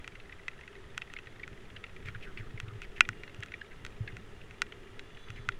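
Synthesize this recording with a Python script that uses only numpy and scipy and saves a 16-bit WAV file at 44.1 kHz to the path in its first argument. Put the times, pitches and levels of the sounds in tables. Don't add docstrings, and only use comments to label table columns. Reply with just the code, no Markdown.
import sys
import numpy as np
from scipy import signal
from scipy.fft import irfft
from scipy.io import wavfile
from scipy.ndimage import uniform_filter1d

SR = 44100
rng = np.random.default_rng(int(sys.argv[2]) if len(sys.argv) > 2 else 0)


def waveform_to_disk(signal):
    frames = np.transpose(np.atleast_2d(signal))
    scaled = np.clip(frames, -1, 1) * 32767
    samples = np.round(scaled).astype(np.int16)
    wavfile.write(sys.argv[1], SR, samples)


N = 246519

# (time [s], level [dB])
BUFFET_LEVEL = [(0.0, -56), (0.86, -60.5), (1.1, -54.5), (1.54, -58.5), (1.93, -55.5), (2.21, -48.5),
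                (3.01, -51), (3.16, -53), (3.43, -61), (3.55, -56), (3.91, -54.5), (4.09, -48.5),
                (4.19, -52), (4.39, -54), (4.66, -62), (5.59, -51.5)]
# (time [s], level [dB])
RUMBLE_LEVEL = [(0.0, -59.5), (0.56, -62), (2.41, -57.5), (2.63, -59.5), (3.14, -56.5), (3.64, -59.5),
                (3.91, -57.5), (5.59, -60.5)]
# (frequency [Hz], density [dB per Hz])
BUFFET_SPECTRUM = [(3, 2.5), (12, 1.5), (25, -1.5), (42, -18), (65, -29), (110, -29), (200, -26),
                   (600, -69)]
RUMBLE_SPECTRUM = [(60, 0), (84, 1), (110, 0.5), (170, -6), (240, -7), (310, -10), (345, -8.5), (380, -1),
                   (430, -4.5), (500, -13.5), (700, -20.5), (1100, -35), (3000, -48.5)]
HISS_SPECTRUM = [(400, -5.5), (800, -5), (1150, -5.5), (1310, 0.5), (1420, -5.5), (1900, -1), (2250, -7),
                 (3400, -9), (4200, -18), (7300, -22), (8500, -26.5), (10000, -25), (12000, -35.5),
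                 (15000, -47)]
# (time [s], relative strength [dB], note of the spot [Hz], share of the blow's energy in splash [0-1])
DROPS_ON_CASE = [(0.044, -2.5, 2400, 0.4), (0.0775, 2.5, 2850, 0.05), (0.1547, -5.5, 2260, 0.4),
                 (0.324, -1.5, 2400, 0.76), (0.482, 10.5, 2280, 0.18), (0.5907, -8, 1700, 0.7),
                 (0.611, -6.5, 2430, 0.3), (0.678, -3.5, 2220, 0.32), (0.7531, -7.5, 2000, 0.4),
                 (0.9784, 10.5, 3100, 0.01), (1.0188, 5.5, 2590, 0.44), (1.1, -6, 1830, 0.5),
                 (1.1376, 0, 3050, 0.03), (1.164, 2, 1840, 0.9), (1.188, -0.5, 2660, 0.34),
                 (1.271, -5, 1920, 0.5), (1.396, -6, 1960, 0.7), (1.432, 0, 2230, 0.84),
                 (1.478, -2.5, 1660, 0.04), (1.7627, -1.5, 2700, 0.93), (1.84, 2.5, 2170, 0.53),
                 (2.0588, -6.5, 3090.0, 0.1), (2.0856, 3, 1490, 0.4), (2.374, 0.5, 2350, 0.65),
                 (2.5756, -3.5, 2530, 0.83), (2.601, 6, 3220, 0.04), (2.8187, 0, 2520, 0.04),
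                 (3.0075, 30, 2620, 0.03), (3.0508, -1.5, 2530, 0.95), (3.0898, 11.5, 1720, 0),
                 (3.235, -1, 2220, 0.36), (3.2776, -5.5, 1970, 0.63), (3.346, -8, 2880, 0.05),
                 (3.4054, -11.5, 3030, 0), (3.4246, 2, 1720, 1), (3.4343, 4, 3060, 0.08),
                 (3.4611, -10, 3600, 0.02), (3.5199, -1, 1800, 0.28), (3.538, 3, 1960, 0.95),
                 (3.6127, 0.5, 1550, 0.86), (3.85, 3, 3700, 0.05), (3.8646, 0.5, 4400, 0.13),
                 (4.0754, 1.5, 1750, 0.98), (4.1684, -2, 2220.0, 0.06), (4.5095, -6.5, 2470, 0.26),
                 (4.619, 19.5, 4600, 0.05), (4.721, -1, 2390.0, 1), (4.9942, 2, 3540, 0.23),
                 (5.1702, -6.5, 2020, 0.94), (5.3035, -1.5, 3020, 0.06), (5.489, 16.5, 1380, 0.05),
                 (5.5205, -3.5, 3830.0, 0.65)]
# (frequency [Hz], width [Hz], relative level [dB])
CASE_MODES = [(1463, 145, -0.5), (1950, 338, -6), (2530, 288, -8.5), (3237, 250, -19), (3840, 330, -22.5),
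              (4520, 290, -23.5), (5600, 470, -22.5), (6200, 550, -18), (7330, 380, -18.5),
              (8360, 520, -28.5), (10500, 730, -52), (13300, 1400, -41)]
# (frequency [Hz], gain [dB])
SPLASH_COLOUR = [(1430, -10.6), (1870, 2.5), (2590, -0.3), (3800, 4.4), (7000, -25)]
# (frequency [Hz], relative level [dB], 60 dB decay time [s])
STIFF_RINGING = [(1400, -44, 0.047), (1700, -43, 0.065), (1930, -49, 0.15), (2404, -40, 0.081),
                 (2790, -49, 0.11), (5380, -28.5, 0.033)]
# (time [s], length [s], starting frequency [Hz], level before fades [dB])
AIR_PUFFS = [(2.046, 0.064, 2660, -48.5), (2.146, 0.022, 1680, -46), (2.217, 0.048, 2860, -50.5),
             (2.25, 0.077, 1740, -55.5), (2.375, 0.048, 2610, -50.5), (2.404, .1, 1450, -60.5),
             (2.658, 0.069, 1360, -56.5), (2.818, 0.043, 2880, -50.5), (2.955, 0.049, 2600, -50),
             (3.704, 0.038, 2230, -55), (4.081, 0.031, 2240, -51), (5.262, 0.049, 1600, -56.5),
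             (5.353, 0.048, 2620, -52.5)]
# (time [s], peak level [dB])
MOUNT_BUMPS = [(2.048, -40), (2.079, -38), (2.15, -40.5), (2.395, -36), (2.537, -35.5), (2.627, -36),
               (2.673, -39), (2.72, -39), (2.747, -39.5), (3.084, -35), (3.385, -36.5), (4.002, -27.5),
               (4.125, -39), (5.294, -37.5), (5.391, -41.5), (5.478, -38)]
# (start [s], end [s], frequency [Hz], resonator width [Hz], level before fades [dB])
THIN_WHINES = [(3.05, 3.7, 2812, 20, -68), (3.7, 5.45, 2812, 18, -73), (5.01, 5.58, 3440, 100, -68),
               (5.15, 5.47, 3935, 22, -74), (5.02, 5.47, 4565, 22, -82), (5.1, 5.48, 6180, 110, -80)]

SPOT_DB, SPOT_OCTAVES = 6.5, 0.28
KNEE_HZ, STIFF_TILT_DB, TILT_PER_SIZE, USUAL_SIZE_DB = 3300, 3.5, 0.17, 8.5
SINK_TO_HZ, SINK_S, PUFF_FADE_DB = 1240, 0.045, -3
MOUNT_HZ = 108.3
EDGE_HZ = 15900


def gain_of(db):
    return 10 ** (np.asarray(db) / 20)


def evened(x):
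    return x / np.sqrt(np.mean(x ** 2) + 1e-20)


def read(points, hz):
    f, value = np.transpose(points)
    return np.interp(np.log(hz + 1), np.log(f + 1), value)


def follow(curve):
    return gain_of(np.interp(np.arange(N) / SR, *np.transpose(curve)))


def add(mix, s, sound):
    part = mix[max(round(s * SR), 0):][:len(sound)]
    part += sound[:len(part)]


def resonate(x, hz, width):
    turn = np.exp(2j * np.pi * np.cumsum(hz * np.ones(len(x))) / SR)
    r = np.exp(-np.pi * width / SR)
    return 2 * (turn * signal.lfilter([1 - r], [1, -r], x / turn)).real


def noise(spectrum, patchy_db, size):
    hz = np.fft.rfftfreq(size, 1 / SR)
    a, b, patches = rng.standard_normal((3, len(hz), 4 * N // size + 5))
    for axis in (0, 1):
        patches = uniform_filter1d(patches, size=9, axis=axis)
    level_db = read(spectrum, hz)[:, None] + patchy_db * evened(patches)
    frames = (a + 1j * b) * gain_of(level_db)
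    return evened(signal.istft(frames, nperseg=size, noverlap=size - size // 4)[1][:N])


def outdoors(buffet_db=5, rumble_db=6, hiss_db=-58.5):
    buffet = gain_of(buffet_db) * follow(BUFFET_LEVEL) * noise(BUFFET_SPECTRUM, patchy_db=0.5, size=8192)
    rumble = gain_of(rumble_db) * follow(RUMBLE_LEVEL) * noise(RUMBLE_SPECTRUM, patchy_db=1.5, size=2048)
    hiss = gain_of(hiss_db) * noise(HISS_SPECTRUM, patchy_db=0.6, size=1024)
    return buffet + rumble + hiss


def case_response(size_db, spot_hz, splash, detune, stiff_hz=850, bend_hz=2000, bend_width_hz=1400, size=2048):
    hz = np.fft.rfftfreq(size, 1 / SR)
    modes = 0
    for (centre_hz, width_hz, db), shift in zip(CASE_MODES, detune):
        away = (hz - centre_hz * (1 + shift)) / width_hz
        skirt = 1 / np.hypot(1, away / 3.5)
        modes = modes + gain_of(db) / (1 + 2j * away) * skirt
    stiffness = hz ** 2 / (hz ** 2 + stiff_hz ** 2)

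    near_spot = np.exp(-(np.log2((hz + 1) / spot_hz) / SPOT_OCTAVES) ** 2)
    tilt_db = STIFF_TILT_DB * np.log2(spot_hz / KNEE_HZ) - TILT_PER_SIZE * (size_db - USUAL_SIZE_DB)
    treble_db = tilt_db * np.log2(np.maximum(hz / KNEE_HZ, 1))
    cushion_db = np.sqrt(splash) * read(SPLASH_COLOUR, hz)
    gain = abs(modes) * stiffness * gain_of(SPOT_DB * near_spot + treble_db + cushion_db)

    log_gain = np.log(np.maximum(gain, gain.max() * 1e-4))
    mirrored = np.r_[log_gain, log_gain[-2:0:-1]]
    causal = np.exp(np.conj(signal.hilbert(mirrored)))[:len(hz)]
    spread = bend_hz ** 2 - hz ** 2 + 1j * hz * bend_width_hz
    return irfft(causal * np.conj(spread) / spread)


def drop(db, spot_hz, splash, splash_s=0.0018, wet_detune=0.085, size=700):
    t = np.arange(size) / SR
    splash = np.clip(splash, 0, 1)
    detune = wet_detune * splash * rng.standard_normal(len(CASE_MODES))
    tick = case_response(db, spot_hz, splash, detune)
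    spray = evened(rng.standard_normal(size) * t * np.exp(-t / splash_s))
    force = np.sqrt(splash / size) * spray
    force[0] += np.sqrt(1 - splash)
    sound = signal.fftconvolve(force, tick)
    return gain_of(db) * sound * np.linalg.norm(tick) / np.linalg.norm(sound)


def rain_on_case(ring_db=-15.0):
    ticks, t = np.zeros(N), np.arange(SR // 5) / SR
    for s, db, spot_hz, splash in DROPS_ON_CASE:
        add(ticks, s, drop(db, spot_hz, splash))
    ring = sum(gain_of(db - 60 * t / t60) * np.sin(2 * np.pi * hz * t) for hz, db, t60 in STIFF_RINGING)
    return ticks + gain_of(ring_db) * signal.fftconvolve(ticks, ring)[:N]


def drizzle(level_db=-19, spread_db=3.5, shelter_db=-7, spot_hz=2300, scatter_octaves=0.51,
            least_splash=0.47, count=130):
    out = np.zeros(N)
    for k, (slot, rank, spot, wet) in enumerate(rng.random((count, 4))):
        when = (k + slot) / count
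        weight = min(-np.log(1 - rank), 3)
        db = level_db + spread_db * weight + shelter_db * (when - 0.5)
        note_hz = spot_hz * 2 ** (scatter_octaves * (2 * spot - 1))
        splash = least_splash + (1 - least_splash) * wet
        add(out, when * N / SR, drop(db, note_hz, splash))
    return out


def swishes(width_share=0.28, ragged_db=2.0):
    out = np.zeros(N)
    for s, length, start_hz, db in AIR_PUFFS:
        n = int(length * SR)
        t = np.arange(n) / SR
        hz = SINK_TO_HZ + (start_hz - SINK_TO_HZ) * np.exp(-t / SINK_S)
        width = width_share * start_hz ** 2 / 2000
        ragged = evened(uniform_filter1d(rng.standard_normal(n), size=200))
        eddies = gain_of(ragged_db * ragged + PUFF_FADE_DB * t / length)
        air = resonate(resonate(eddies * rng.standard_normal(n), hz, width), hz, width)
        add(out, s, gain_of(db) * evened(air) * signal.windows.tukey(n, 0.5))
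    return out


def mount(rise_s=0.0063, decay_s=0.017):
    out, t = np.zeros(N), np.arange(SR // 6) / SR
    envelope = (1 - np.exp(-(t / rise_s) ** 2)) * np.exp(-t / decay_s)
    swing = -np.sin(2 * np.pi * MOUNT_HZ * t) * envelope
    for s, db in MOUNT_BUMPS:
        add(out, s, gain_of(db) * swing / abs(swing).max())
    return out


def whines():
    out = np.zeros(N)
    for start, end, hz, width, db in THIN_WHINES:
        n = int((end - start) * SR)
        tone = resonate(resonate(rng.standard_normal(n), hz, width), hz, width)
        add(out, start, gain_of(db) * evened(tone) * signal.windows.tukey(n, 0.15))
    return out


def scene():
    layers = outdoors() + rain_on_case() + drizzle() + swishes() + mount() + whines()
    return layers[None]


def record(dry):
    band_limit = signal.firwin(255, EDGE_HZ, window=("kaiser", 8), fs=SR)
    return signal.oaconvolve(np.clip(dry, -1, 1), band_limit[None], "same")


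dry = scene()
out = record(dry)
waveform_to_disk(out)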